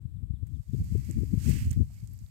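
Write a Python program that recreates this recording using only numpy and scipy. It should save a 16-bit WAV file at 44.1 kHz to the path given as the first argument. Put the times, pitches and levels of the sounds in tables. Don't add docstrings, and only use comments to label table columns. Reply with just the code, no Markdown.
import sys
import numpy as np
from scipy import signal
from scipy.fft import rfft, irfft
from scipy.io import wavfile
from scipy.ndimage import uniform_filter1d

SR = 44100
rng = np.random.default_rng(int(sys.argv[2]) if len(sys.argv) > 2 else 0)


def transcribe(u):
    v = np.clip(np.atleast_2d(u).T, -1, 1)
    q = np.round(v * 32767).astype(np.int16)
    wavfile.write(sys.argv[1], SR, q)


N = 101429
T = np.arange(N) / SR

# t/s, air level/dB, throat level/dB
FIRST_BREATH = [(.42, -94, -105), (.5, -73.5, -89.5), (.66, -71, -91), (.72, -66, -76), (.78, -61, -73),
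                (.95, -58.5, -68), (1.11, -57, -63), (1.17, -59, -66.5), (1.29, -60.5, -71.5),
                (1.39, -58.5, -65.5), (1.45, -83, -88)]
SECOND_BREATH = [(1.68, -67, -85), (1.75, -61, -65), (1.81, -65.5, -84), (1.89, -68, -85.5),
                 (1.95, -62.5, -73.5), (2.01, -65, -73.5), (2.08, -67, -89), (2.2, -67, -91),
                 (2.3, -71, -84)]
# t/s, air level/dB, throat level/dB, extra gain on the left/dB
BLOW_OUT = [(1.365, -97, -95.5, 0), (1.39, -52, -71, -5), (1.45, -45, -58.5, -3), (1.495, -43, -50, 1),
            (1.54, -45.5, -51, -3.5), (1.59, -47, -50, -4), (1.66, -52, -60.5, -2), (1.73, -63, -64.5, -12),
            (1.8, -88, -100, -15)]
# f/Hz, level/dB
BREATH_COLOUR = [(400, -12), (1000, -8), (1500, -9), (2500, -6.5), (3600, -11), (4700, 0.5), (5700, -2.5),
                 (6600, 0), (8500, 2), (9400, -8), (10200, -10.5), (11300, -1.5), (12600, -1.5),
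                 (14200, -6), (15700, -15)]
BLOW_COLOUR = [(400, -8), (900, -8.5), (1500, -2), (2600, 1.5), (3700, -3.5), (4500, 2), (5400, 3),
               (6300, 3.5), (8000, 6), (8750, 7), (9400, -10), (10200, -4), (11500, 1), (13000, 0.5),
               (15600, -6.5)]
# f/Hz, rough width/Hz, relative level/dB
BREATH_RINGS = [(2120, 470, 18), (2580, 680, -20.5)]
BLOW_RINGS = [(2010, 400, 0), (2640, 440, 0)]
# f/Hz, gain/dB
LEFT_SHADOW = [(800, -6), (2000, -14), (2700, -9), (3600, -7.5), (4700, -12), (6000, -13.5), (7600, -10),
               (8700, -23.5), (9700, -12.5), (11500, -14), (13000, -21), (15500, -23.5)]
# t/s, level/dB, ring f/Hz, fade time/s, ring compared with crack/dB
STALK_TICKS = [(0.4682, -61.5, 8400, 0.0076, 1.5), (1.0905, -60, 7600, 0.0013, 3),
               (1.1113, -41, 7300, 0.00067, 9), (1.3486, -46, 12500, .001, -13),
               (1.4965, -37, 8700, 0.00099, 5), (1.7076, -48, 6770, 0.0012, 13.5),
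               (1.7121, -41.5, 7800, 0.0018, 11), (1.7213, -53, 2000, .004, 4),
               (1.73, -42, 7250, 0.0015, -1.5), (1.735, -42.5, 7760, 0.0016, -18),
               (1.8665, -69, 2000, .0015, -3), (1.9015, -71, 700, .004, 14.5),
               (1.9427, -60.5, 6760, 0.002, 7.5), (2.0027, -63, 4570, 0.0011, 8),
               (2.0748, -54, 7340, 0.00075, 10.5), (2.135, -62, 12900, 0.0016, 13),
               (2.175, -60, 12400, 0.0013, 12), (2.19, -63.5, 6460, .0018, 13),
               (2.2637, -62, 3560, 0.0011, 6)]
# f/Hz, level/dB
FIBRE_COLOUR = [(500, -8.5), (2000, -0.5), (3600, -7.5), (6500, -8), (8600, -2), (9300, -16), (10400, -22),
                (12000, 3.5), (15500, -7)]
# t/s, level/dB
GRASS_CRACKLE = [(0, -79), (.65, -87.5), (1.1, -68), (1.8, -67), (2.1, -73), (2.3, -68)]
# t/s, level/dB, length/s
BIRD_CHIRPS = [(.158, -80.5, .026), (0.343, -77.5, 0.037), (0.533, -76.5, 0.047), (0.727, -72, 0.026)]
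# t/s, half width/s, level/dB, brightness/dB
GUSTS_LEFT = [(0.055, 0.004, -24.5, -23.5), (0.164, 0.028, -34, -31), (0.235, 0.0073, -26.5, 6),
              (0.305, 0.0048, -21.5, -9.5), (0.338, 0.0045, -25, -20), (0.43, 0.0058, -22, -7),
              (0.542, 0.016, -28.5, -6), (.597, 0.0091, -28.5, -28), (0.69, 0.013, -32, -17),
              (0.746, 0.006, -23.5, 4), (0.797, 0.036, -26.5, -6), (0.925, 0.011, -21, -6.5),
              (0.954, 0.0058, -17.5, 5), (0.98, 0.017, -23.5, -18), (1.098, 0.012, -29.5, 13.5),
              (1.178, .014, -20.5, 3.5), (1.224, 0.018, -24.5, 7), (1.339, 0.015, -25, 10.5),
              (1.377, 0.0056, -18.5, -4), (1.49, .027, -17, 2.5), (1.558, 0.025, -25.5, 7.5),
              (1.673, 0.011, -22, -4), (1.773, 0.007, -16, -1), (1.81, 0.017, -15.5, -4.5),
              (2.036, 0.0067, -28.5, -25), (2.124, 0.048, -38, 0.5), (2.233, .013, -34.5, -9)]
GUSTS_RIGHT = [(0.811, .01, -23, -2), (.86, .04, -37.5, 3.5), (1.151, 0.012, -30, -3),
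               (1.328, 0.043, -38, -10), (1.53, 0.0093, -38.5, -12.5), (1.623, 0.0078, -23.5, -4),
               (1.667, .013, -21, -5.5), (1.714, 0.0065, -20, -5), (1.78, 0.0083, -28.5, -8),
               (1.853, 0.0063, -39.5, -3), (2.039, 0.0081, -38, 5), (2.214, 0.008, -40.5, 6.5)]
# t/s, left level/dB, right level/dB
BREEZE_LEVELS = [(0, -40, -55), (.3, -39.5, -56.5), (0.578, -37, -61), (0.644, -62, -57.5),
                 (0.699, -38, -51), (.9, -35, -42), (1.3, -30.5, -49), (1.72, -32, -36), (1.9, -41, -46),
                 (2.3, -51.5, -53)]
# f/Hz, level/dB
DEEP_COLOUR = [(20, -26), (35, -3.5), (52, 2.5), (70, 7.5), (115, 5.5), (170, -7), (250, -22), (400, -46),
               (700, -70.5), (1500, -84.5)]
THUMP_COLOUR = [(60, -34.5), (130, -1), (230, 3.5), (330, -11), (480, -26), (700, -43.5), (1400, -70.5)]
# t/s, half width/s, peak level/dB
WIND_SLAPS = [(0.7356, 0.0012, -19), (0.957, 0.00098, -15.5), (1.2343, 0.00087, -22.5),
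              (1.3396, 0.0013, -12)]
# f/Hz, level/dB
HUSH_COLOUR = [(100, 0.5), (500, 14), (1000, 7), (2000, 4), (2900, 2.5), (3700, 4.5), (4500, 0.5),
               (6500, -3), (8000, 9), (10000, -0.5), (13000, 4.5), (15500, -4)]


def snake():
    second_breath = from_db(in_time(SECOND_BREATH)) * (T > SECOND_BREATH[0][0])
    air, hollow = from_db(in_time(FIRST_BREATH)) + second_breath
    breaths = air * rushing_air(BREATH_COLOUR) + hollow * throat(BREATH_RINGS)
    air_db, throat_db, left_db = in_time(BLOW_OUT)
    blow = from_db(air_db) * rushing_air(BLOW_COLOUR) + from_db(throat_db) * throat(BLOW_RINGS)
    blow[0] *= from_db(left_db)
    return breaths + blow * (T > BLOW_OUT[0][0])


def rushing_air(colour, flutter_db=1.17, flutter_below_hz=60):
    smoothing = signal.butter(2, flutter_below_hz, fs=SR, output="sos")
    flutter = rms_one(signal.sosfilt(smoothing, rng.standard_normal(N)))
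    return at_ports(noise(colour), likeness=.18) * from_db(flutter_db * flutter)


def throat(pitches):
    rings = sum(from_db(db) * ring(rng.standard_normal((2, N)), hz, 2 * width) for hz, width, db in pitches)
    return at_ports(rms_one(rings), likeness=.6)


def stalks(snaps_per_s=60, spread_db=3, snap_fade_s=.0012):
    crack, fibres = noise(FIBRE_COLOUR), noise(FIBRE_COLOUR)
    ticks = np.zeros((2, N))
    for start, db, hz, fade_s, ring_db in STALK_TICKS:
        burst = (T >= start) * np.exp(-np.abs(T - start) / fade_s)
        ticks += from_db(db) * burst * (crack + from_db(ring_db) * ring(fibres, hz, hz / 2.6))
    snaps = rng.random(N) < snaps_per_s / SR
    snap_db = in_time(GRASS_CRACKLE)[0] + spread_db * np.minimum(rng.exponential(1, N), 2)
    fade_step = np.exp(-1 / (snap_fade_s * SR))
    crackle = signal.lfilter([1], [1, -fade_step], snaps * from_db(snap_db) + 1e-18)
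    return at_ports(ticks + crack * crackle, likeness=.36)


def bird(rise_db=-8, echo_db=-6, echo_fade_s=.07):
    song = np.zeros(N)
    for start, db, length in BIRD_CHIRPS:
        fall = whistle(start, length, from_hz=3935, to_hz=3010)
        rise = whistle(start - .046, length_s=.024, from_hz=3154, to_hz=3670)
        song += from_db(db) * (fall + from_db(rise_db) * rise)
    trees = rng.standard_normal((2, N)) * np.exp(-T / echo_fade_s)
    trees /= np.sqrt(np.sum(trees[0] ** 2))
    echoes = signal.fftconvolve(song[None], trees, axes=1)[:, :N]
    return song + from_db(echo_db) * echoes


def whistle(start, length_s, from_hz, to_hz, bend=1.3, waver_hz=52.6):
    progress = np.clip((T - start) / length_s, 0, 1)
    waver = waver_hz * rms_one(uniform_filter1d(rng.standard_normal(N), size=100))
    hz = from_hz + (to_hz - from_hz) * progress ** bend + waver
    return np.sin(np.pi * progress) * np.sin(2 * np.pi * np.cumsum(hz) / SR)


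def wind(low_cut_hz=42.1):
    left_db, right_db = in_time(BREEZE_LEVELS)
    rumble, thumps = np.stack([wind_force(left_db, GUSTS_LEFT), wind_force(right_db, GUSTS_RIGHT)], axis=1)
    swirls = rumble * steady_noise(DEEP_COLOUR, samples=900)
    swirls += thumps * steady_noise(THUMP_COLOUR, samples=500)
    swirls[0] += slaps()
    return signal.sosfilt(signal.butter(4, low_cut_hz, "high", fs=SR, output="sos"), swirls)


def wind_force(breeze_db, gusts, reference_db=-18.5, thump_db=-9.5, growth=1.516):
    bumps = [from_db(db) * np.exp(-.5 * ((T - t) / width) ** 2) for t, width, db, _ in gusts]
    swells = np.array([from_db(breeze_db)] + bumps)
    brightness = from_db([0] + [gust[3] for gust in gusts])[:, None]
    thumps = brightness * from_db(reference_db + thump_db) * (swells / from_db(reference_db)) ** growth
    return np.linalg.norm(swells, axis=0), np.linalg.norm(thumps, axis=0)


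def slaps():
    return sum(from_db(db) * (T - t) / width * np.exp(.5 - .5 * ((T - t) / width) ** 2)
               for t, width, db in WIND_SLAPS)


def forest_hush(level_db=-77):
    return from_db(level_db) * noise(HUSH_COLOUR)


def at_ports(pair, likeness, delay_s=.0003):
    scattered, right = pair
    left = likeness * np.roll(right, int(delay_s * SR)) + np.sqrt(1 - likeness ** 2) * scattered
    return np.array([coloured(left, LEFT_SHADOW), right])


def ring(x, hz, filter_width_hz):
    r = np.exp(-np.pi * filter_width_hz / SR)
    feedback = [1, -2 * r * np.cos(2 * np.pi * hz / SR), r * r]
    for _ in range(2):
        x = signal.lfilter(np.array([1, 0, -1]) * (1 - r * r) / 2, feedback, x + 1e-18)
    return rms_one(x)


def steady_noise(colour, samples):
    x = noise(colour)
    power = uniform_filter1d(np.abs(signal.hilbert(x)) ** 2, samples, axis=-1)
    return rms_one(x / np.sqrt(power + 1e-9))


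def noise(colour):
    return rms_one(coloured(rng.standard_normal((2, N)), colour))


def coloured(x, colour):
    hz, db = np.transpose(colour)
    f = np.maximum(np.fft.rfftfreq(N, 1 / SR), 1)
    gain = from_db(np.interp(np.log(f), np.log(hz), db))
    return irfft(rfft(x) * gain, N)


def in_time(rows):
    times, *columns = np.transpose(rows)
    return [np.interp(T, times, column) for column in columns]


def rms_one(x):
    return x / np.sqrt(np.mean(x ** 2) + 1e-20)


def from_db(db):
    return 10 ** (np.asarray(db) / 20)


def scene():
    return snake() + stalks() + bird() + wind() + forest_hush()


def record(dry, fade_in_s=.015, high_cut_hz=15800):
    high_cut = signal.ellip(12, .1, 80, high_cut_hz, fs=SR, output="sos")
    return signal.sosfilt(high_cut, dry * np.minimum(T / fade_in_s, 1))


dry = scene()
out = record(dry)
transcribe(out)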